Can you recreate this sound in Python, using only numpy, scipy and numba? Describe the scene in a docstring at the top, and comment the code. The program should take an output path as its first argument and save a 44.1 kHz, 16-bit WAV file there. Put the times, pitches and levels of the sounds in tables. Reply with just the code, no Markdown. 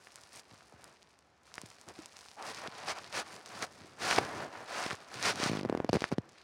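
"""A kitten grooms on a fleece blanket, right beside a hand-held phone in a quiet room.
First its tail brushes softly over blanket and phone: hairs catch and let go in swarms of tiny slips.
From about 2.4 s the strokes get firmer, and just after 4 s a few hairs snap loudly.
From about 5.4 s fur drags on the case, which sticks and slips in a run of dull knocks.
A last faint rustle closes the scene."""
import sys
import numpy as np
from scipy import signal
from scipy.fft import rfft, irfft
from scipy.io import wavfile
from scipy.ndimage import uniform_filter1d
from numba import njit

SR = 44100
rng = np.random.default_rng(int(sys.argv[2]) if len(sys.argv) > 2 else 0)


def transcribe(signal):
    """Save signal, clipped to [-1, 1], as a 16-bit WAV file at the path in sys.argv[1]."""
    frames = np.atleast_2d(signal).T
    limited = np.clip(frames, -1, 1)
    pcm = np.round(limited * 32767).astype(np.int16)
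    wavfile.write(sys.argv[1], SR, pcm)


N = 283563
TIME = np.arange(N) / SR

# Tone colours. Each row: frequency in Hz, relative level in dB.
ROOM_EQ = [(20, -26), (45, -6), (70, 12.5), (100, -1.5), (300, -3.5), (900, -1.5), (3000, -14), (6000, -18),
           (12000, -39), (16000, -47)]  # low room tone
CASE_EQ = [(20, -42), (45, -10.5), (80, -2), (115, 0), (200, -2), (350, -2), (600, -7), (2000, -63.5)]  # dull rumble of the phone case
CLOTH_EQ = [(30, -39), (100, -17.5), (300, -9), (520, -1.5), (750, -0.5), (1100, -1), (1600, -3),
            (2400, -11.5), (4000, -23), (9000, -33)]  # muffled fleece and furnishings
HAIR_EQ = [(40, -67), (300, -30), (900, -16.5), (1800, 5.5), (2500, 6), (3200, 1), (4700, 3.5),
           (6200, -3.5), (7600, -11.5), (9200, -11), (12000, -24), (16000, -23)]  # bright hiss of hair shafts
TIPS_EQ = [(100, -51), (2000, -17), (5000, 2), (7500, -3), (9500, -2.5), (12000, -9), (16000, -11)]  # airy hair tips
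RASP_EQ = [(60, -63), (400, -22), (1000, -6.5), (2000, 7), (2700, -3), (3500, -4), (6000, 0), (12000, -41)]  # hairs pressed hard on the case
SHIVER_EQ = [(100, -15), (500, -18), (1000, 12), (2200, -21), (3200, -35), (5000, 10), (7500, -22),
             (9500, 0), (12000, -25), (16000, -34)]  # hairs shivering around a snap
# The gap between fur and blanket rings as it opens and closes.
# Each row: time in seconds, resonance in Hz, level in dB against the plain rub.
HOLLOW_RIDE = [(0, 650, -9), (2.3, 715, -2), (2.39, 830, 13), (2.48, 920, -9), (2.84, 830, -1.5),
               (3.75, 720, -8), (5.0, 734, -5.5), (5.3, 710, -17), (6.0, 415, -1)]
# Stiffer tufts that tick now and then. Each row: pitch in Hz, relative level in dB.
TUFT_TICKS = [(1400, 3), (2300, -5.5), (4400, -3), (6000, -2), (9200, -6)]
# Fader ride on the sizzle of the hair tips. Each row: time in seconds, relative level in dB.
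SIZZLE_RIDE = [(.36, 0.5), (.5, -6.5), (1.4, -4.5), (2.45, -4.5), (2.7, -18), (3.5, -4.5), (4.2, -9),
               (5.3, -13), (5.6, -35)]
# Strokes of fur over blanket and phone. Each row: firmest moment, rise and fall in seconds,
# rub level in dB, then hair hiss and case rumble in dB relative to the rub.
FUR_STROKES = [(.12, .16, 0.22, -66, -2, -9), (.37, 0.039, 0.036, -60.5, 1, -6),
               (.54, 0.08, 0.16, -66.5, -1.5, -3), (.88, 0.14, 0.058, -62.5, -5.5, -6),
               (1.0, 0.17, 0.16, -83.5, 7, 8), (1.49, 0.037, 0.019, -69.5, 2.5, -13),
               (1.61, .08, 0.22, -64.5, -0.5, -5), (1.893, 0.015, 0.025, -53.5, -9.5, 0.5),
               (2.0, .05, 0.066, -59.5, -2, -5), (1.8, 0.033, 0.15, -70, -5, -3),
               (2.22, 0.12, 0.13, -65, 2, -21), (2.404, 0.021, 0.064, -43.5, -18.5, -30),
               (2.488, 0.033, 0.033, -48, -1.5, -8), (2.57, 0.051, 0.09, -53, 0, -10),
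               (2.662, 0.029, 0.015, -42.5, -15, -16), (2.82, .1, .07, -49.5, -5, -12),
               (2.893, 0.018, 0.03, -38.5, -3, -15.5), (2.982, 0.028, 0.011, -44.5, -8.5, -23),
               (3.03, .05, 0.086, -57.5, -0.5, -3), (3.173, 0.028, 0.038, -37.5, -2.5, -15),
               (3.32, 0.074, 0.075, -53.5, -3.5, -5.5), (3.6, .11, 0.059, -49.5, -5.5, -6.5),
               (3.634, 0.017, 0.014, -42, -4.5, -24), (3.76, 0.057, 0.2, -61, -2.5, 0),
               (4.047, 0.031, .03, -39, -2.5, -9), (4.112, .04, 0.039, -35.5, -2, -13),
               (4.176, 0.02, 0.015, -36.5, -5, -3), (4.205, 0.031, 0.079, -42.5, -11, -4),
               (4.409, 0.2, 0.055, -43, -13, -3.5), (4.6, 0.094, 0.038, -48, -12, -9.5),
               (4.791, 0.077, 0.1, -41, -4.5, -20), (4.915, .012, 0.03, -49.5, -6, -19),
               (4.96, 0.059, 0.14, -57, -5, -11), (5.17, 0.048, 0.1, -50.5, 0, -4),
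               (5.261, 0.029, 0.029, -35.5, -.5, -12), (5.302, 0.023, 0.02, -36, -0.5, -10.5),
               (5.38, 0.048, 0.054, -50, -3, 3), (5.445, 0.052, 0.047, -40.5, 1, -20),
               (5.54, 0.055, 0.052, -47.5, -2, -20), (5.73, 0.11, 0.12, -52, -28, 3),
               (5.94, 0.0054, 0.023, -39, -9, 8.5), (6.02, 0.077, 0.068, -55, 1, -8),
               (6.127, 0.01, 0.013, -48, -6, 4.5), (6.24, 0.12, 0.068, -62.5, -16, -1),
               (6.4, 0.078, .1, -66, 1.5, -18)]
# Featured snaps of hair and tongue. Each row: start in seconds, level in dB, pitch in Hz.
ACCENT_SNAPS = [(.0713, -37, 2040), (.158, -27.5, 7760), (0.2363, -36, 5610), (0.3956, -34, 5200),
                (.8424, -29.5, 8600), (1.024, -44.5, 3580), (1.029, -40.5, 5300), (1.19, -43, 7500),
                (1.434, -49, 8000), (1.5413, -29, 5270), (1.555, -31, 7560), (1.581, -24.5, 1840),
                (1.6161, -26.5, 7500), (1.6616, -34, 7560), (1.7029, -36, 6300), (1.8136, -35, 7100),
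                (1.8874, -30, 6760), (2.0589, -27.5, 7100), (2.168, -32, 5660), (2.1904, -35, 5760),
                (2.2098, -36, 5250), (2.2858, -35, 4240), (2.315, -36, 4830), (2.4256, -29, 5200),
                (2.467, -30, 4480), (2.5468, -28, 5530), (2.6751, -25.5, 3740), (2.9873, -29, 4160),
                (3.044, -32, 3860), (3.1271, -27, 4530), (3.364, -32, 5200), (3.4605, -29.5, 5670),
                (3.6251, -20, 5870), (3.6287, -23, 1900), (4.1114, -13, 2280), (4.1272, -20, 2120),
                (4.162, -16, 4240), (4.1825, -19, 2100), (4.25, -28, 5200), (4.9021, -26.5, 1940),
                (4.908, -22, 2660), (4.9129, -21.5, 1370), (4.9534, -32, 7020), (5.1423, -26.5, 5160),
                (5.2276, -17.5, 5570), (5.2569, -23, 3580), (5.291, -24, 5200), (5.358, -25, 5610),
                (5.4391, -15, 4870), (5.5954, -27.5, 2460), (6.007, -25, 4030), (6.0415, -13, 1690),
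                (6.292, -41, 6800)]
# Single slips of fur on the case. Each row: start in seconds, peak in dB, starting pitch in Hz,
# decay in seconds, scrape level in dB relative to the peak.
CASE_SLIPS = [(0.517, -50, 400, .008, -20), (0.535, -48, 400, 0.0059, -8), (.724, -45, 1070, 0.0025, -28),
              (.7386, -49.5, 395, 0.02, -26), (1.635, -41.5, 537, 0.011, -25),
              (2.682, -35.5, 398, 0.0021, -24), (3.812, -47, 438, 0.012, -15),
              (4.863, -24.5, 540, 0.00083, -4.5), (4.929, -33.5, 396, .0054, -5),
              (5.4, -26, 474, 0.0018, -7), (5.4316, -22.5, 460, 0.0018, -10),
              (5.4604, -22, 470, 0.0043, -18), (5.6501, -19.5, 614, 0.0019, -24),
              (5.6578, -24, 446, 0.004, -23), (5.6973, -17, 640, .0024, -21),
              (5.726, -17.5, 616, 0.0018, -30), (5.7499, -16.5, 600, 0.0012, -25),
              (5.774, -24.5, 583, 0.0026, -16), (5.8018, -16.5, 607, 0.00086, -31),
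              (5.8457, -20.5, 580, 0.0022, -19), (5.8947, -20.5, 446, 0.0052, -13.5),
              (5.9309, -12, 580, 0.00098, -14.5), (5.941, -16.5, 470, .0023, -16),
              (5.9537, -15.5, 536, 0.0014, -20), (5.9587, -17, 390, 0.0028, -17),
              (5.9684, -18, 630, 0.001, -21), (6.0201, -20, 571, .0011, -13),
              (6.117, -22.5, 574, 0.00035, -18), (6.124, -18.5, 497, .0045, -22),
              (6.1827, -18, 500, 0.0047, -19.5)]
# Soft bumps against the phone, which hold their pitch. Each row reads as in CASE_SLIPS.
CASE_BUMPS = [(1.989, -38, 315, .0085, -28.5), (3.846, -45.5, 325, 0.0046, -22),
              (4.1823, -22.5, 410, 0.0052, -1), (4.1855, -10, 770, 0.0016, -13),
              (5.8916, -18.5, 684, 0.0022, -17)]

ROOM_DB = -68.5
REST_RUB_DB, REST_HAIR_DB, REST_RUMBLE_DB = -76, -83, -80  # the resting body still stirs
MIDDLING_DB = -49.5  # hair hiss of a middling stroke
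LOW_CUT_HZ, HIGH_CUT_HZ = 80.5, 16100


def undb(db):
    """Decibels to gain."""
    return 10 ** (np.asarray(db) / 20)


def noise():
    """White noise of unit power."""
    return rng.standard_normal(N)


def colour(x, eq, size=2048):
    """Shape x with an EQ curve, as a minimum-phase filter of unit energy."""
    hz, db = np.transpose(eq)
    grid = np.maximum(np.fft.rfftfreq(size, 1 / SR), 1)
    gain = undb(np.interp(np.log(grid), np.log(hz), db))
    cepstrum = irfft(np.log(gain))
    cepstrum[1:size // 2] *= 2
    cepstrum[size // 2 + 1:] = 0
    impulse = irfft(np.exp(rfft(cepstrum)))
    return signal.oaconvolve(x, impulse / np.linalg.norm(impulse))[:len(x)]


def wander(per_s):
    """Smooth random drift with a spread near 1."""
    hold = max(int(SR / per_s), 1)
    steps = np.repeat(rng.standard_normal(N // hold + 1), hold)
    return uniform_filter1d(steps, hold)[:N] * np.sqrt(3 / 2)


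def automation(table):
    """The columns of a table as sample-by-sample controls."""
    times, *columns = np.transpose(table)
    return [np.interp(TIME, times, column) for column in columns]


def add(out, start_s, sound):
    """Drop a sound onto the track at start_s."""
    i = max(int(start_s * SR), 0)
    out[i:i + len(sound)] += sound[:max(N - i, 0)]


def room_tone():
    """The quiet, low bed under everything."""
    return undb(ROOM_DB) * colour(noise(), ROOM_EQ)


def reflections(x, t60_s=0.083, wet_db=-27, size=12000):
    """The faint, dull answer of a small furnished room."""
    t = np.arange(size) / SR
    tail = colour(rng.standard_normal(size), CLOTH_EQ) * undb(-60 * t / t60_s)
    return undb(wet_db) * signal.fftconvolve(x, tail / np.linalg.norm(tail))[:N]


def case_rumble():
    """The phone case rumbles unevenly under the touch."""
    return colour(noise(), CASE_EQ) * undb(1.34 * wander(per_s=25))


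def slips(per_s, spread_db):
    """A unit-power swarm of fibres letting go: many small, few large."""
    chance = np.clip(per_s / SR, 1e-5, 1) * np.ones(N)
    draw, coin = rng.random((2, N))
    hit = draw < chance
    # sizes are exponential in dB, up to what one fibre can hold
    strain = np.minimum(-np.log(draw[hit] / chance[hit] + 1e-12), 3.5)
    size = undb(spread_db * strain)
    swarm = np.zeros(N)
    swarm[hit] = np.sign(coin[hit] - .5) * size / np.sqrt(np.mean(size ** 2) * chance[hit])
    return swarm


def fibre_ping(hz, decay_cycles, size=600):
    """A struck fibre: a fast-dying sine with a peak of 1."""
    cycles = min(hz, .4 * SR) * np.arange(size) / SR
    wave = np.sin(2 * np.pi * cycles) * np.exp(-cycles / decay_cycles)
    return wave / np.abs(wave).max()


@njit
def resonate(x, hz, width_hz):
    """Swept band-pass; white noise keeps its power."""
    y, band, low = np.empty(len(x)), 0., 0.
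    for i in range(len(x)):
        tuning, damping = np.tan(np.pi * hz[i] / SR), width_hz / hz[i]
        swing = (band + tuning * (x[i] - low)) / (1 + tuning * (tuning + damping))
        band = 2 * swing - band
        low += 2 * tuning * swing
        y[i] = damping * swing
    return y * np.sqrt(SR / (np.pi * width_hz))


def blanket(firmness, width_hz=215.0):
    """The fleece pile rubs in dense dull slips, coloured by the hollow under the fur."""
    hollow_hz, hollow_db = automation(HOLLOW_RIDE)
    grains = slips(6000, spread_db=2.5) + undb(-7.5) * slips(900 * firmness, spread_db=8)
    pile = colour(grains, CLOTH_EQ)
    hollow = resonate(slips(8000, spread_db=0.5), hollow_hz, width_hz)
    # fleece soaks up the treble
    hollow = signal.sosfilt(signal.butter(2, 2200, fs=SR, output="sos"), hollow)
    return (pile + undb(hollow_db) * hollow) / np.hypot(1, undb(hollow_db))


def tufts(per_s):
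    """Tufts of several stiffnesses tick independently, each at its own pitch."""
    ticks = np.zeros(N)
    for hz, db in TUFT_TICKS:
        tick = fibre_ping(hz, decay_cycles=1)
        ticks += undb(db) * signal.oaconvolve(slips(per_s, spread_db=5), tick / np.linalg.norm(tick))[:N]
    return ticks


def fur(firmness):
    """Hairs slide with a hiss, catch with a crackle, and their tips add a thin sizzle."""
    sizzle_db, = automation(SIZZLE_RIDE)
    shafts = colour(undb(-3) * noise() + undb(-4) * slips(1800 * firmness, spread_db=7.5), HAIR_EQ)
    tips = undb(-5.5) * noise() + undb(-1) * slips(1500 * np.sqrt(firmness), spread_db=6.5)
    sizzle = undb(sizzle_db + 2) * colour(tips, TIPS_EQ)
    # only a firm sweep bends whole bundles, which rasp in coarse grains
    rasp = colour(slips(900, spread_db=1.5), RASP_EQ) * firmness / (firmness + 3.6)
    return shafts + undb(-7.5) * tufts(350 * firmness) + sizzle + rasp


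def strokes(rise_shape=2.12, fall_shape=3, hair_growth=1.15):
    """Fader rides in dB for rub, hair and rumble: each stroke swells and fades, and their powers add."""
    power = undb([REST_RUB_DB, REST_HAIR_DB, REST_RUMBLE_DB])[:, None] ** 2 * np.ones(N)
    for peak_s, rise_s, fall_s, rub_db, hiss_db, rumble_db in FUR_STROKES:
        near = slice(*np.searchsorted(TIME, [peak_s - 3 * rise_s, peak_s + 3 * fall_s]))
        t = TIME[near] - peak_s
        # a shape of 2 is a bell, more is squarer
        swell = np.exp(-np.where(t < 0, abs(t / rise_s) ** rise_shape, abs(t / fall_s) ** fall_shape))
        peak_power = undb([rub_db, rub_db + hiss_db, rub_db + rumble_db])[:, None] ** 2
        # the hiss grows faster than the rub, so a stroke brightens as it firms
        power[:, near] += peak_power * [swell, swell ** hair_growth, swell]
    return 10 * np.log10(power)


def rustle(rub_db, hair_db, rumble_db):
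    """Fur and blanket rub together over the rumble of the case."""
    grip = undb(0.63 * wander(per_s=90))  # the contact tightens and loosens
    # a firmer sweep frees more hairs a second, so lone ticks merge into a hiss
    firmness = undb(.8 * (hair_db - MIDDLING_DB))
    rumble = undb(rumble_db) * case_rumble()
    rub = undb(rub_db) * blanket(firmness)
    hiss = undb(hair_db + 1.5) * fur(firmness)
    return grip * (rub + hiss + rumble)


def stray_snaps(hair_db, per_s=16, base_db=-40, db_per_db=0.64, hz=6000, count=160):
    """Lesser snaps at random moments, louder in a firm stroke; rows as in ACCENT_SNAPS."""
    times = np.cumsum(rng.exponential(1 / per_s, count))
    push_db = np.interp(times, TIME, hair_db) - MIDDLING_DB
    levels = base_db + db_per_db * push_db + 3 * rng.standard_normal(count)
    pitches = hz * 2 ** (0.1 * rng.standard_normal(count))
    return [row for row in zip(times, levels, pitches) if row[0] < TIME[-1]]


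def snaps(hair_db, shiver_db=-23, shiver_s=0.003, size=600):
    """A hair lets go: one sharp swing, with a brief shiver of its neighbours."""
    swings, shivers = np.zeros((2, N))
    t = np.arange(size) / SR
    cues = ACCENT_SNAPS + stray_snaps(hair_db)
    for (start_s, db, hz), grit in zip(cues, rng.standard_normal((N // size, size))):
        add(swings, start_s, undb(db + 2) * fibre_ping(hz, decay_cycles=0.59, size=size))
        add(shivers, start_s, undb(db + shiver_db) * grit * np.exp(-t / shiver_s))
    return swings + colour(shivers, SHIVER_EQ)


def judder(start_s=5.4968, length_s=.143, gap_s=.0182, slowing=0.018, jitter_s=0.00066,
           first_db=-22, fade_db_per_s=38, hz=470, decay_s=0.0044, scrape_db=-14, count=12):
    """Stick and slip under a steady drag, slowing and weakening; rows as in CASE_SLIPS."""
    gaps = gap_s * (1 + slowing) ** np.arange(count)
    cues = []
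    for t, (late, softer, looser) in zip(np.cumsum(gaps) - gaps, rng.standard_normal((count, 3))):
        if t < length_s:
            db = first_db - fade_db_per_s * t - 0.2 * softer
            ring_s = decay_s * np.exp(0.48 * looser)
            cues.append((start_s + t + jitter_s * late, db, hz, ring_s, scrape_db))
    return cues


def knocks(slip_settle=0.2, relax_s=0.0021, attack_s=0.00015, scrape_s=0.0016, tick_db=8, size=2200):
    """Each slip or bump jolts the case into a damped swing, topped with a tick and a short scrape."""
    swings, scrapes = np.zeros((2, N))
    t = np.arange(size) / SR
    # a slip's pitch sinks to a fraction of its start as the contact slackens; a bump's holds
    jolts = [(*row, slip_settle) for row in CASE_SLIPS + judder()] + [(*row, 1) for row in CASE_BUMPS]
    for start_s, db, hz, decay_s, scrape_db, settle in jolts:
        pitch = hz * (settle + (1 - settle) * np.exp(-t / relax_s))
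        envelope = np.exp(-t / decay_s) * (1 - np.exp(-t / attack_s))
        swing = np.sin(2 * np.pi * np.cumsum(pitch) / SR) * envelope
        add(swings, start_s, undb(db) * swing / np.abs(swing).max())
        scrape = rng.standard_normal(size) * np.exp(-t / scrape_s)
        tick = undb(tick_db) * (t == 0)
        add(scrapes, start_s, undb(db + scrape_db) * (scrape + tick))
    return swings + colour(scrapes, HAIR_EQ)


def scene():
    """Rustle and snaps sound in the room; the knocks reach the microphone through the case."""
    rub_db, hair_db, rumble_db = strokes()
    airborne = rustle(rub_db, hair_db, rumble_db) + snaps(hair_db)
    top_octave = signal.sosfiltfilt(signal.butter(4, 10800, "high", fs=SR, output="sos"), airborne)
    airborne -= 0.69 * top_octave  # the microphone port dulls the top
    return (airborne + reflections(airborne) + knocks() + room_tone())[None]


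def record(dry):
    """The phone cuts the deep bass and the top."""
    thin = signal.sosfilt(signal.butter(3, LOW_CUT_HZ, "high", fs=SR, output="sos"), dry)
    return signal.sosfilt(signal.ellip(8, .2, 70, HIGH_CUT_HZ, fs=SR, output="sos"), thin)


dry = scene()
out = record(dry)
transcribe(out)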